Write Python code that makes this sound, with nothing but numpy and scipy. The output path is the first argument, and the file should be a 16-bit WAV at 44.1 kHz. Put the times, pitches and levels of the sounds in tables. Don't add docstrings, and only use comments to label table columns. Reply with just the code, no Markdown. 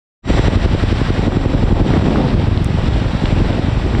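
import sys
import numpy as np
from scipy import signal
from scipy.io import wavfile
from scipy.ndimage import uniform_filter1d

SR = 44100
rng = np.random.default_rng(int(sys.argv[2]) if len(sys.argv) > 2 else 0)


def materialize(psi):
    bounded = np.clip(np.atleast_2d(psi).T, -1, 1)
    quanta = np.round(bounded * 32767).astype(np.int16)
    wavfile.write(sys.argv[1], SR, quanta)


def gain_from_decibels(decibels):
    exponent = np.asarray(decibels, float) / 20
    return 10 ** exponent


N = 176400
T = np.arange(N) / SR

BLADE_PERIOD_S, FIRST_SLAP_S = 0.08881, 0.30605
PULSE_SAMPLES = 1764

# t/s, extra travel time/s
DRIFT = [
    (0, 0),
    (1.82, 0),
    (2.0, .0014),
    (3.0, .0026),
    (4.0, .0055),
]
# t/s, slap level/dB, thump level/dB, slap width/s
OVERLAP = [(.3, 4, 2, 0.00077), (.7, 1.5, 1, 0.00074), (1.3, 2, -4, 0.00091), (1.82, 1, -1, 0.001),
           (1.95, -3, -32, 0.0014), (2.5, -5, 5.5, 0.0011), (2.9, -12, 1, 0.0027), (3.2, -2, -3, 0.00098),
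           (3.6, -3.5, 1.5, .0011), (4, -8, -4.5, 0.00099)]
# lead/s, width/s, level/dB, sign
THUMPS = [
    (.0455, 0.0025, -9.5, 1),
    (0.038, .0013, -14.5, -1),
    (0.01004, 0.0036, -11, 1),
    (0.01595, 0.0013, -14.5, -1),
]
# t/s, roar level/dB, trunk echo level/dB, hiss level/dB, whine swell/dB
WASH = [(.3, -15, -13.5, -25, 7.5), (.53, -13.5, -19, -25, 0.5), (.75, -19, -26, -28, -6),
        (1.0, -25, -18.5, -27, -5.5), (1.25, -11.5, -25, -30, -4), (1.5, -18, -20.5, -32.5, -6.5),
        (1.8, -9.5, -18.5, -32, -8), (1.9, -20.5, -12.5, -29.5, -6), (2.05, -15, -11.5, -28.5, -1),
        (2.2, -11, -17, -30.5, -15), (2.4, -15, -18, -32, -14), (2.65, -24, -22, -33.5, -14.5),
        (2.9, -11, -21, -29.5, -6.5), (3.08, -22.5, -22, -31.5, -11.5), (3.3, -17, -22, -29, -3),
        (3.5, -15, -17.5, -30, -9.5), (3.75, -23, -35, -32, -8.5), (4, -14.5, -12, -31, -6.5)]
# f/Hz, level/dB per Hz
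ROAR_SPECTRUM = [(8.8, -40), (15, 2), (48, 2), (123, -4.5), (241, -6.5), (369, -12.5), (900, -21.5),
                 (1170, -44), (1980, -120)]
# f/Hz, level/dB per Hz
HISS_SPECTRUM = [(500, -5), (3770, -16), (4100, -19.5), (5640, -25.5), (6400, -38), (8100, -34.5),
                 (9600, -44.5), (10700, -60)]
# f/Hz, level/dB per Hz
TOP_SPECTRUM = [(10000, -5), (11400, -2), (12950, -2), (13150, -11.5), (15600, -19.5)]
WHINE_HZ = [1928, 3865, 5765, 7478, 11520]
# width/Hz, level/dB, share of whine swell followed
WHINE = [(25, -41.5, 0.72), (60, -48, 1.1), (80, -51.5, 1.1), (70.5, -51.5, 0.84), (500, -66.5, 0.8)]
# t/s, level/dB, f/Hz, length/s
TICKS = [(1.9385, -14, 1700, .0006), (1.992, -46, 12500, .0002), (2.1, -34, 7000, .0002),
         (2.159, -10, 1200, .0004), (2.178, -22, 3500, .0004), (2.288, -20, 4000, .0003),
         (2.304, -22, 3500, .0003), (2.5757, -16, 3600, .0003), (2.6457, -15, 8000, .00009),
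         (2.937, -22, 4000, .0004), (3.2565, -8, 2300, .00018), (3.2583, -11, 3000, .00016),
         (3.53, -22, 3500, .0004), (3.951, -7, 1450, .0003)]
# t/s, level/dB
BRANCHES = [(.3, -22.5), (.8, -41), (1.3, -24.5), (1.7, -29.5), (1.95, -20.5), (2.3, -27.5), (2.6, -32),
            (3.1, -29.5), (3.4, -33.5), (4, -26)]
# t/s, share 0-1
CLUMPING = [(.3, 0.8), (1.8, .9), (1.9, 0), (2.35, 0.5), (2.5, 0.6), (3.1, 1), (3.5, 1), (3.75, 0.63),
            (4, 0.5)]


def evened(x):
    return x / np.sqrt(np.mean(x ** 2) + 1e-20)


def curve(table, t, axis=1):
    rows = np.array(table)
    return np.interp(t, rows[:, 0], rows[:, axis])


def add(mix, start_s, sound):
    part = mix[max(round(start_s * SR), 0):][:len(sound)]
    part += sound[:len(part)]


def pulse_time():
    return (np.arange(PULSE_SAMPLES) - PULSE_SAMPLES // 2) / SR


def dip(width_s, rise=1):
    u = pulse_time() / width_s
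    return (rise * u ** 2 - 1) * np.exp(-u ** 2 / 2)


def blades():
    slap_spread_db, thump_spread_db, jitter_s = 0.7, 5.0, 0.00064
    rebound_s, rebound_width_s, rebound_db = 0.0043, 0.0026, -2.5
    rebound = gain_from_decibels(rebound_db) * np.exp(-((pulse_time() - rebound_s) / rebound_width_s) ** 2)
    out = np.zeros(N)
    for k, luck in enumerate(rng.standard_normal((43, 10))):
        s = FIRST_SLAP_S + (k - 1) * BLADE_PERIOD_S
        s += curve(DRIFT, s) - 0.02
        slap = dip(curve(OVERLAP, s, axis=3), rise=0.68)
        slap_db = curve(OVERLAP, s) + slap_spread_db * luck[0]
        add(out, s, gain_from_decibels(slap_db) * (slap + rebound))
        for j, (lead_s, width_s, db, sign) in enumerate(THUMPS):
            thump_s = s - lead_s + jitter_s * luck[j + 1]
            thump_db = db + curve(OVERLAP, s, axis=2) + thump_spread_db * luck[j + 5]
            add(out, thump_s, gain_from_decibels(thump_db) * np.sign(sign) * dip(width_s))
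    return out


def clump():
    clump_db, half_clump_db, lead_s = 2, 2.5, 0.0067
    turn = 2 * np.pi * (T - curve(DRIFT, T) - FIRST_SLAP_S + lead_s) / BLADE_PERIOD_S
    return curve(CLUMPING, T) * (clump_db * np.cos(turn) / 2 + half_clump_db * np.cos(2 * turn))


def scatter(per_s, min_width_s, max_width_s):
    spread_db = 2.5 * np.minimum(rng.exponential(1, N), 3)
    arrives = rng.random(N) < per_s / SR
    size = gain_from_decibels(spread_db + clump()) * arrives
    kind = rng.integers(0, 8, N)
    out = np.zeros(N)
    for k, width_s in enumerate(np.geomspace(min_width_s, max_width_s, num=8)):
        sign = -1 if k % 3 == 0 else 1
        out += signal.oaconvolve(size * (kind == k), dip(width_s) * sign, "same")
    return evened(out)


def trunks():
    trunk = gain_from_decibels(curve(WASH, T, axis=2) - 1) * scatter(170, 0.00071, 0.0027)
    branch = gain_from_decibels(curve(BRANCHES, T)) * scatter(500, 0.00023, 0.0009)
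    return trunk + branch


def noise(points, patchy_db, flicker_db, size):
    frames, hz = N // (size // 4) + 5, np.fft.rfftfreq(size, 1 / SR)
    a, b, patch = rng.standard_normal((frames, len(hz), 3)).T
    patch = uniform_filter1d(patch, size=size // 64, axis=0)
    patch = evened(uniform_filter1d(patch, size=12, axis=1))
    flicker = evened(uniform_filter1d(rng.standard_normal(frames), size=5))
    f, db = np.transpose(points)
    colour = np.interp(np.log(hz + 1), np.log(f + 1), db, left=-120, right=-120)
    z = (a + 1j * b) * gain_from_decibels(colour[:, None] + patchy_db * patch + flicker_db * flicker)
    return evened(signal.istft(z, nperseg=size, noverlap=size * 3 // 4)[1][:N])


def downwash():
    roar_db = curve(WASH, T) - 1.5 + 0.81 * clump()
    roar = gain_from_decibels(roar_db) * noise(ROAR_SPECTRUM, patchy_db=2.0, flicker_db=-0.5, size=2048)
    hiss = noise(HISS_SPECTRUM, patchy_db=0.52, flicker_db=0.5, size=512)
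    hiss += gain_from_decibels(-47) * noise(TOP_SPECTRUM, patchy_db=1.5, flicker_db=1.5, size=512)
    return roar + gain_from_decibels(curve(WASH, T, axis=3) + 1.5) * hiss


def whine():
    out = np.zeros(N)
    for hz, (width_hz, db, share) in zip(WHINE_HZ, WHINE):
        r = np.exp(-np.pi * width_hz / SR)
        drive = rng.standard_normal(N) + 1j * rng.standard_normal(N)
        slow = signal.lfilter([1 - r], [1, -r], drive)
        tone = evened((slow * np.exp(2j * np.pi * hz * T)).real)
        out += gain_from_decibels(db + share * curve(WASH, T, axis=4)) * tone
    dull = signal.sosfilt(signal.butter(4, 9500, fs=SR, output="sos"), out)
    return gain_from_decibels(2) * dull


def rustle():
    peak_s, length_s, level_db, band_hz = 1.8, 0.16, -72.5, [11500 * 0.83, 15700]
    grain = evened(uniform_filter1d(rng.standard_normal(N), size=150))
    grains = rng.standard_normal(N) * gain_from_decibels(3.5 * grain)
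    bright = signal.sosfilt(signal.butter(4, band_hz, "band", fs=SR, output="sos"), grains)
    skew = np.where(T < peak_s, 1, 0.3)
    return gain_from_decibels(level_db) * evened(bright) * np.exp(-((T - peak_s) / length_s / skew) ** 2)


def debris():
    out, t = np.zeros(N), (np.arange(400) - 200) / SR
    for s, db, hz, length_s in TICKS:
        tick = gain_from_decibels(db) * np.exp(-(t / length_s) ** 2) * np.cos(2 * np.pi * hz * t)
        add(out, s - 200 / SR, tick)
    return out + rustle()


def scene():
    return (blades() + trunks() + downwash() + whine() + debris())[None]


def roll_off(x):
    return signal.sosfilt(signal.butter(12, 15700, fs=SR, output="sos"), x)


def record(dry):
    limit_db, recover_db_per_s, squeeze = -5.5, 109.5, 0.99
    open_s, open_length_s, open_power = 0.221, 0.075, 2.1
    x = signal.sosfilt(signal.butter(4, 27, "high", fs=SR, output="sos"), dry)
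    level_db = 20 * np.log10(uniform_filter1d(abs(x[0]), size=40) + 1e-9)
    fall_db = T * recover_db_per_s
    held_db = np.maximum.accumulate(level_db + fall_db) - fall_db
    over_db = np.maximum(held_db - limit_db, 0)
    duck_db = squeeze * uniform_filter1d(uniform_filter1d(over_db, size=70), size=70)
    x = x / gain_from_decibels(duck_db)
    x = signal.sosfilt(signal.butter(2, 15, "high", fs=SR, output="sos"), x)
    x = x * np.clip((T - open_s) / open_length_s, 0, 1) ** open_power
    return roll_off(x)


dry = scene()
out = record(dry)
materialize(out)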